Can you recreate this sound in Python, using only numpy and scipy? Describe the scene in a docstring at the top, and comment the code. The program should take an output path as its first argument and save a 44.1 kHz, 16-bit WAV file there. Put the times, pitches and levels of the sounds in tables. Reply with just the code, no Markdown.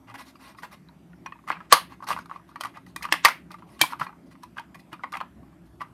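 """Plastic cassette case in the hand

A hand turns and opens a hinged plastic cassette case close to a microphone in a small quiet room.
Contacts ring the modes of the hollow shell and stiff edges and add a noise crack; the cassette rattles inside.
Shaped noise grains make the slides of skin and plastic, decaying sines the low thumps and the pings.
The loudest snaps clip; a low room hum and a faint hiss, both of coloured noise, lie underneath."""
import sys
import numpy as np
from scipy import signal
from scipy.fft import rfft, irfft, next_fast_len
from scipy.io import wavfile
from scipy.ndimage import uniform_filter1d

SR = 44100
rng = np.random.default_rng(int(sys.argv[2]) if len(sys.argv) > 2 else 0)


def makeup_ratio(level_db):
    """Linear amplitude ratio for a level in decibels (20 dB per factor of ten)."""
    decades = np.asarray(level_db, float) / 20
    return 10 ** decades


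def bounce(signal):
    """Save signal as a 16-bit WAV file at the path given by the first command-line argument."""
    frames = np.transpose(np.atleast_2d(signal))
    limited = np.clip(frames, -1, 1)
    pcm = np.round(limited * 32767).astype(np.int16)
    wavfile.write(sys.argv[1], SR, pcm)


N = 261749  # samples

# modes of the hollow shell: pitch_hz, relative_level_db, t60_s
SHELL_MODES = [(675, -12.5, 0.017), (842, -17, 0.11), (970.2, -3.5, 0.063), (1115, 11.5, 0.019),
               (1158, -9, 0.095), (1218, 1.5, 0.035), (1407, 2, 0.025), (1537, 0.5, 0.0095)]
# modes of the stiff edges and the cassette: pitch_hz, relative_level_db, t60_s
EDGE_MODES = [(1676, -1, 0.023), (1934.5, 2.5, 0.022), (2066, 2, 0.013), (2400, -12.5, 0.096),
              (2480, -1.5, .022), (2710, 0.5, 0.014), (3096, -8, 0.0338), (4530, -12, 0.067),
              (4840, -18.5, 0.011)]
# colour of cracks and hiss at the microphone, with its notch: frequency_hz, relative_level_db
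BRIGHT_COLOUR = [(2000, -36.5), (3800, 2), (5300, -1.5), (6800, -7.5), (7700, -11.5), (8800, -5),
                 (13400, -9), (15700, -27)]


def knocks():
    """Each contact chatters for a few ms, rings shell and edges, cracks, and gets its own room tail."""
    start_s, shell_db, edge_db, crack_db = contacts()[:, :, None]
    count = len(start_s)
    t = np.arange(SR // 16) / SR
    strongest_db = np.maximum(shell_db, edge_db)

    chatter_db = -33.5 + 10.73 * rng.standard_normal((count, 600)) - 60 * t[:600] / 0.012
    chatter = makeup_ratio(chatter_db) * rng.standard_normal((count, 600))
    chatter[:, 0] = 1  # the first touch leads

    # weaker contacts are softer: their attack grows as the level falls
    softness = makeup_ratio(-0.585 * strongest_db)
    # contacts with little crack leave the high modes still: dB per octave
    dull_db = 0.4 * np.maximum(edge_db - crack_db, 0)[:, :, None]

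    def struck(modes, attack_at_0_db_s):
        touch = ring(modes, t, count, spread_db=6, detune=0.036, dull_db=dull_db)
        touch = touch * (1 - np.exp(-t / (attack_at_0_db_s * softness)))
        return peak_one(signal.fftconvolve(touch, chatter, axes=1)[:, :len(t)])

    shell = struck(SHELL_MODES, 0.00014)
    edges = struck(EDGE_MODES, 0.00006)
    crack = unit(coloured(rng.standard_normal((count, len(t))), BRIGHT_COLOUR))
    crack = crack * makeup_ratio(-60 * t / 0.024) * (1 - np.exp(-t / 0.00033))
    direct = makeup_ratio(shell_db + 1.0) * shell + makeup_ratio(edge_db + 2.0) * edges + makeup_ratio(crack_db - 1.5) * crack

    # the walls answer the first blow, heard from all sides, so single modes blur
    first_blow = direct * makeup_ratio(-60 * t / 0.03)
    with_room = makeup_ratio(-7.5) * diffuse(first_blow, tails(count), spread=0.075)
    with_room[:, :len(t)] += direct

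    # pre-echo, no sound of the case: noise under 9 kHz smeared ahead of each contact, strongest before loud snaps
    time_to_go = t[:1300][::-1]
    echo_colour = [(400, -30.5), (1200, 3.0), (8800, -13.0), (9200, -57.5)]  # frequency_hz, relative_level_db
    smear = unit(coloured(rng.standard_normal((count, len(time_to_go))), echo_colour))
    pre_echo = makeup_ratio(1.4 * strongest_db - 25.5 - 60 * time_to_go / 0.04) * smear

    out = np.zeros(N + SR)
    starts = np.round(start_s[:, 0] * SR).astype(int)
    for start, sound in zip(starts, np.hstack([pre_echo, with_room])):
        out[start - len(time_to_go):][:len(sound)] += sound
    return out[:N]


def contacts():
    """Single knocks, then the loose cassette's rattles: hops unevenly spread over each one's length."""
    # single plastic contacts, levels before the mix trims: start_s, shell_db, edges_db, crack_db
    single = [(0.0985, -44, -65, -54), (0.113, -44, -53, -62), (0.141, -37, -53, -49),
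              (0.355, -44.5, -53, -62), (0.548, -47, -54, -70), (0.5852, -39, -41.5, -54),
              (0.6325, -28.5, -37, -49), (0.886, -50, -56, -72), (1.131, -51, -54, -86),
              (1.2605, -28, -32.5, -49), (1.2663, -37, -38.5, -56), (1.322, -31.5, -37, -75),
              (1.354, -47, -54, -83), (1.3888, -48, -58.5, -77), (1.439, -49, -66, -74),
              (1.4765, -30.5, -43, -45.5), (1.5029, -9.5, -22.5, -46), (1.516, -27, -25, -42.5),
              (1.526, -34, -26.5, -60), (1.554, -48.5, -40.5, -73), (1.568, -37, -40, -71),
              (1.6047, -33, -43.5, -62), (1.725, 4.5, 3, -0.5), (1.7326, -2, -8.5, -12),
              (1.739, -10.5, -16, -25), (1.769, -20, -26.5, -40), (1.9213, -40, -56, -61),
              (2.0038, -37, -65, -71), (2.072, -33, -46, -59), (2.087, -23, -31, -30.5),
              (2.105, -14.5, -28.5, -35), (2.1135, -14.5, -28, -37), (2.1296, -29, -24, -54),
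              (2.164, -23.5, -35, -58), (2.174, -27, -39, -54), (2.189, -24, -38, -45.5),
              (2.258, -38.5, -58, -50), (2.2962, -34, -51, -56), (2.313, -23.5, -59, -75.5),
              (2.36, -32, -47, -62), (2.3964, -47, -71, -75.5), (2.4902, -46.5, -57.5, -59.5),
              (2.5118, -48.5, -69, -68.5), (2.5583, -29.5, -36, -49.5), (2.6093, -20.5, -30.5, -28),
              (2.636, -26, -28, -34), (2.649, -24, -34, -38.5), (2.655, -22.5, -34, -40.5),
              (2.668, -34, -44, -48), (2.7714, -33, -54, -52), (2.864, -48.5, -47.5, -54),
              (2.9616, -26.5, -28, -28), (3.01, -38.5, -62, -65), (3.088, -29.5, -35, -53),
              (3.1242, -11, -4.5, -13.5), (3.1392, -16, -22, -34), (3.249, -1.5, -6, -6.5),
              (3.255, -4.5, 1.5, -13), (3.2592, -5.5, -10.5, -20.5), (3.268, -13.5, -33.5, -26),
              (3.285, -10.5, -27.5, -25.5), (3.5055, -38, -49, -59), (3.5158, -57, -53, -41.5),
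              (3.5418, -34, -41, -52), (3.6224, -40, -55.5, -68), (3.7924, -42, -40.5, -43.5),
              (3.8139, -13, -1.5, -4.5), (3.8167, -23.5, -20.5, -24), (3.838, -16, -32.5, -48),
              (3.924, -26.5, -40, -52), (3.9334, -21.5, -33, -56), (3.997, -27, -33, -39),
              (4.0665, -28.5, -33.5, -71), (4.093, -33.5, -56, -75), (4.127, -43, -58.5, -74.5),
              (4.3528, -47, -52, -74), (4.4335, -36, -50.5, -42.5), (4.583, -36, -25.5, -55),
              (4.745, -82, -43.5, -53), (4.7947, -61.5, -49, -60), (4.9293, -30.5, -35.5, -41.5),
              (4.9359, -35, -41, -57), (4.994, -39, -64, -75), (5.003, -48, -65, -74),
              (5.036, -23.5, -28.5, -51.5), (5.041, -22, -31.5, -59), (5.121, -37, -43, -41.5),
              (5.127, -28.5, -64, -43), (5.137, -29, -27, -58), (5.142, -26, -33.5, -62),
              (5.152, -27, -29, -63), (5.1698, -27, -29.5, -39.5), (5.2034, -28, -31, -51.5),
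              (5.212, -18, -37.5, -48), (5.431, -52.5, -71, -73.5), (5.528, -55.5, -71, -73.5)]
    # the loose cassette rattling in its shell, levels likewise: start_s, length_s, shell_db, edges_db, crack_db
    rattles = [(1.483, 0.014, -34.5, -42, -50), (2.025, .018, -38, -63, -56),
               (3.024, 0.014, -50.5, -38.5, -42.5), (3.039, .014, -28, -40.5, -50),
               (4.01, 0.011, -25, -34, -58.5), (4.569, .024, -37, -48, -52), (5.807, .01, -34, -36, -55.5)]
    hop_count = 5  # contacts in one rattle
    scatter_db, uneven = 6, 0.66  # spread of strength; full range of timing scatter as a share of the mean gap

    start_s, length_s, *levels_db = np.transpose(rattles)[:, :, None]
    chance = rng.standard_normal((len(start_s), hop_count, 4))
    hop = np.arange(hop_count)
    shift = uneven * np.tanh(chance[..., 0]) * (hop > 0) / 2  # the first hop stays in place
    place = (hop + shift) / (hop_count - 1)
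    hops = [start_s + length_s * place]
    for k, db in enumerate(levels_db):
        hops.append(db + scatter_db * chance[..., k + 1])
    return np.hstack([np.transpose(single), np.reshape(hops, (4, -1))])


def slides():
    """Stick-slip grains under each stroke: fine ones hiss, coarse ones shake the shell."""
    # sliding strokes of skin and plastic, levels before the stroke's shape: start_s, length_s, hiss_db, scrape_db
    strokes = [(0.07, 0.053, -69, -47), (0.139, 0.025, -54, -37), (0.176, 0.053, -50.5, -41),
               (0.249, 0.067, -56.5, -52.5), (0.345, 0.038, -70, -69), (0.388, 0.142, -57.5, -48),
               (0.568, 0.047, -60, -55), (0.621, 0.037, -51, -39.5), (0.71, 0.043, -56.5, -44.5),
               (0.884, 0.0092, -82, -68), (1.467, 0.078, -65, -41), (1.523, 0.16, -80, -57),
               (1.894, 0.056, -62.5, -49), (2.019, 0.025, -65.5, -50.5), (2.067, 0.072, -40.5, -31),
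               (2.139, 0.089, -58, -51), (2.289, 0.094, -68, -51), (2.475, 0.045, -68, -60),
               (2.602, 0.018, -50, -37.5), (2.614, 0.09, -68.5, -49.5), (2.737, 0.049, -70.5, -45.5),
               (2.863, 0.054, -64.5, -64), (3.012, 0.022, -56.5, -54.5), (3.503, 0.036, -60.5, -48),
               (3.584, 0.01505, -68, -51), (3.665, 0.13, -64.5, -57), (3.901, 0.035, -49, -40),
               (3.99, 0.065, -50.5, -39.5), (4.254, 0.0404, -71, -67), (4.306, 0.03, -61.5, -53.5),
               (4.423, 0.026, -61, -50), (4.558, 0.054, -73, -48.5), (4.744, 0.017, -55.5, -45),
               (4.788, 0.0218, -58.5, -66), (4.915, 0.034, -64.5, -45.5), (5.134, 0.035, -54.5, -43),
               (5.653, 0.03, -71.5, -69), (5.798, 0.038, -77, -44)]
    t = np.arange(N) / SR
    hiss_gain, scrape_gain = np.zeros((2, N))
    for start_s, length_s, hiss_db, scrape_db in strokes:
        u = np.clip((t - start_s) / length_s, 0, 1)
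        stroke = 1.82 * u ** 0.64 * (1 - u) ** 0.58  # rounded, fullest near the middle
        hiss_gain += makeup_ratio(hiss_db) * stroke
        scrape_gain += makeup_ratio(scrape_db) * stroke

    fine = rng.standard_normal(N) * makeup_ratio(4.5 * rng.standard_normal(N))
    coarse = rng.standard_normal(N) * makeup_ratio(3.5 * rng.standard_normal(N))

    ring_t = np.arange(SR // 16) / SR

    def steady(modes):
        return ring(modes, ring_t, count=1, spread_db=0, detune=0, dull_db=11.5)

    body = steady(SHELL_MODES) + makeup_ratio(4) * steady(EDGE_MODES)
    hiss = hiss_gain * patchy(coloured(fine, BRIGHT_COLOUR), depth_db=3.5, size=(3, 8))
    shaken = signal.fftconvolve(coarse, body[0])[:N]
    scrape = scrape_gain * patchy(shaken, depth_db=2.5, size=(3, 4))
    direct = hiss + scrape
    return direct + makeup_ratio(-7.5) * signal.fftconvolve(direct, tails(count=1)[0])[:N]


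def thumps():
    """Heavily damped low sines; each thump favours those near one pitch and fades the others by the octave."""
    # dull thumps, the 38 Hz one being the overload's push at the loudest snap: start_s, level_db, free_hz
    blows = [(1.502, -32.5, 312), (1.7258, -3, 550), (1.726, -2, 38), (1.725, -21, 172), (2.96, -35, 304),
             (3.121, -24, 312), (3.251, -19.5, 52), (3.817, -9.5, 220), (4.011, -23.5, 152),
             (4.929, -22, 220)]
    # low thump pitches; the lowest is the overload's push at the loudest snap: pitch_hz, relative_level_db, t60_s
    low_pitches = [(38, -2, 0.012), (70, -7, 0.021), (152, -2, 0.066), (220, -8.5, 0.027),
                   (312, -1.5, 0.079), (503, 0, 0.027), (620, 0.5, 0.02)]
    loss_db_per_octave = 25  # away from the free pitch

    t = np.arange(SR // 5) / SR
    hz, pitch_db, t60_s = np.transpose(low_pitches)[:, :, None]
    out = np.zeros(N + SR)
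    for start_s, level_db, free_hz in blows:
        loss_db = loss_db_per_octave * np.abs(np.log2(hz / free_hz))
        level = makeup_ratio(level_db + pitch_db - loss_db - 60 * t / t60_s)
        attack = 1 - np.exp(-t * hz)
        thump = (level * np.sin(2 * np.pi * hz * t) * attack).sum(0)
        out[round(start_s * SR):][:len(t)] += thump
    return out[:N]


def pings():
    """One thin mode rings out after the touch."""
    # tiny bright pings, perhaps a fingernail on a thin edge: start_s, pitch_hz, level_db
    touches = [(0.887, 3960, -47), (1.263, 5760, -39.5), (3.125, 5420, -24.5)]
    t60_s = 0.022
    start_s, hz, level_db = np.transpose(touches)[:, :, None]
    age = np.maximum(np.arange(N) / SR - start_s, 0)
    return (makeup_ratio(level_db - 60 * age / t60_s) * np.sin(2 * np.pi * hz * age)).sum(0)


def room_rings():
    """The room's low resonances in the hum: narrow noise bands that swell and fade, each on its own."""
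    # resonances, levels before the wavering: centre_hz, width_hz, level_db
    resonances = [(64.5, 16, -71), (115, 19, -68), (174.5, 29, -61.5), (263, 28, -66.5), (328, 36, -66.5)]
    waver_db, waver_hz = 4.5, 2.4
    centre_hz, width_hz, level_db = np.transpose(resonances)[:, :, None]
    f = np.fft.rfftfreq(N, 1 / SR)

    def band(centre, width):
        spectrum = rfft(rng.standard_normal((len(centre_hz), N)))
        return unit(irfft(spectrum * np.exp(-2 * ((f - centre) / width) ** 2), N))

    waver = makeup_ratio(level_db + waver_db * band(0, waver_hz))
    return (waver * band(centre_hz, width_hz)).sum(0)


def room_tone():
    """Hum and hiss of coloured noise; the level wanders a little in patches."""
    # colour of the quiet room: frequency_hz, relative_level_db
    tone_colour = [(15, -67.5), (30, -31.5), (45, -28), (63, -6.5), (85, -15.5), (174, -5.5), (340, -8.5),
                   (480, -24), (620, -18), (950, -23.5), (1390, -26), (2790, -35.5), (6500, -44),
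                   (13400, -43), (14200, -76.5)]
    air = patchy(rng.standard_normal(N), depth_db=2.5, size=(3, 40))
    return makeup_ratio(-55) * unit(coloured(air, tone_colour))


def tails(count):
    """Room answers of energy 1, each frequency dying at its own speed, arriving 3 ms late."""
    # decay of the room's tail: frequency_hz, t60_s
    walls = [(300, 0.2), (1000, 0.18), (2500, 0.24), (6000, 0.18), (13000, 0.22)]
    hz, t, z = signal.stft(rng.standard_normal((count, SR // 4)), SR, nperseg=256)
    decay = makeup_ratio(-60 * t / along(walls, hz)[:, None])
    tail = signal.istft(z * decay, SR, nperseg=256)[1]
    tail = tail / np.linalg.norm(tail, axis=1, keepdims=True)
    return np.pad(tail, ((0, 0), (130, 0)))


def diffuse(blow, tail, spread):
    """Room tails coloured by each blow's spectrum, averaged over a share `spread` of the frequency."""
    m = next_fast_len(tail.shape[1] + 2048)
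    energy = np.cumsum(np.abs(rfft(blow, m)) ** 2, 1)
    k = np.arange(energy.shape[1])
    lo = (k / (1 + spread)).astype(int)
    hi = np.minimum(k * (1 + spread) + 1, k[-1]).astype(int)
    colour = np.sqrt((energy[:, hi] - energy[:, lo]) / np.maximum(hi - lo, 1))
    return irfft(colour * rfft(tail, m), m)[:, :tail.shape[1]]


def ring(modes, t, count, spread_db, detune, dull_db=0):
    """One row per blow: modes at new strengths, pitches shifted by the grip, dull_db lost per octave over 2 kHz."""
    hz, db, t60_s = np.transpose(modes)[:, None, :, None]
    chance = rng.standard_normal((count, len(modes), 2))
    lost_db = dull_db * np.log2(np.maximum(hz / 2000, 1))
    level = makeup_ratio(db + spread_db * chance[..., :1] - lost_db - 60 * t / t60_s)
    pitch_hz = hz * (1 + detune * chance[..., 1:])
    return (level * np.sin(2 * np.pi * pitch_hz * t)).sum(1)


def patchy(x, depth_db, size):
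    """Random gain patches, size (frequency bins, time frames), then scaled to rms 1."""
    z = signal.stft(x, nperseg=256)[2]
    field = uniform_filter1d(rng.standard_normal(z.shape), size[0], 0)
    field = uniform_filter1d(field, size[1], 1)
    gain = makeup_ratio(depth_db * field / field.std())
    return unit(signal.istft(z * gain, nperseg=256)[1][:len(x)])


def coloured(x, spectrum):
    """Filters x through a (Hz, dB) spectrum."""
    m = next_fast_len(x.shape[-1] + 8192)
    gain = makeup_ratio(along(spectrum, np.fft.rfftfreq(m, 1 / SR)))
    return irfft(rfft(x, m) * gain, m)[..., :x.shape[-1]]


def along(points, hz):
    """Interpolates (Hz, value) points on a log frequency axis."""
    f, v = np.transpose(points)
    return np.interp(np.log(hz + 1), np.log(f + 1), v)


def unit(x):
    """Scales to rms 1 along the last axis."""
    return x / np.sqrt(np.mean(x ** 2, -1, keepdims=True) + 1e-20)


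def peak_one(x):
    """Scales each row to a peak of 1."""
    return x / np.abs(x).max(-1, keepdims=True)


def scene():
    """All sources at the microphone; the small case radiates no deep bass when it clicks."""
    high_pass = signal.butter(3, 560, "high", fs=SR, output="sos")
    clicks = signal.sosfilt(high_pass, knocks() + slides())
    return (clicks + thumps() + pings() + room_tone() + room_rings())[None]


def top_cut(x):
    """Nothing passes above the cut-off."""
    return signal.sosfilt(signal.butter(12, 15810, fs=SR, output="sos"), x)


def record(dry):
    """The converter clips the loudest snaps with a slightly rounded knee just under full scale."""
    clipped = dry / (1 + np.abs(dry / 0.99) ** 30) ** (1 / 30)
    return top_cut(clipped)


dry = scene()
out = record(dry)
bounce(out)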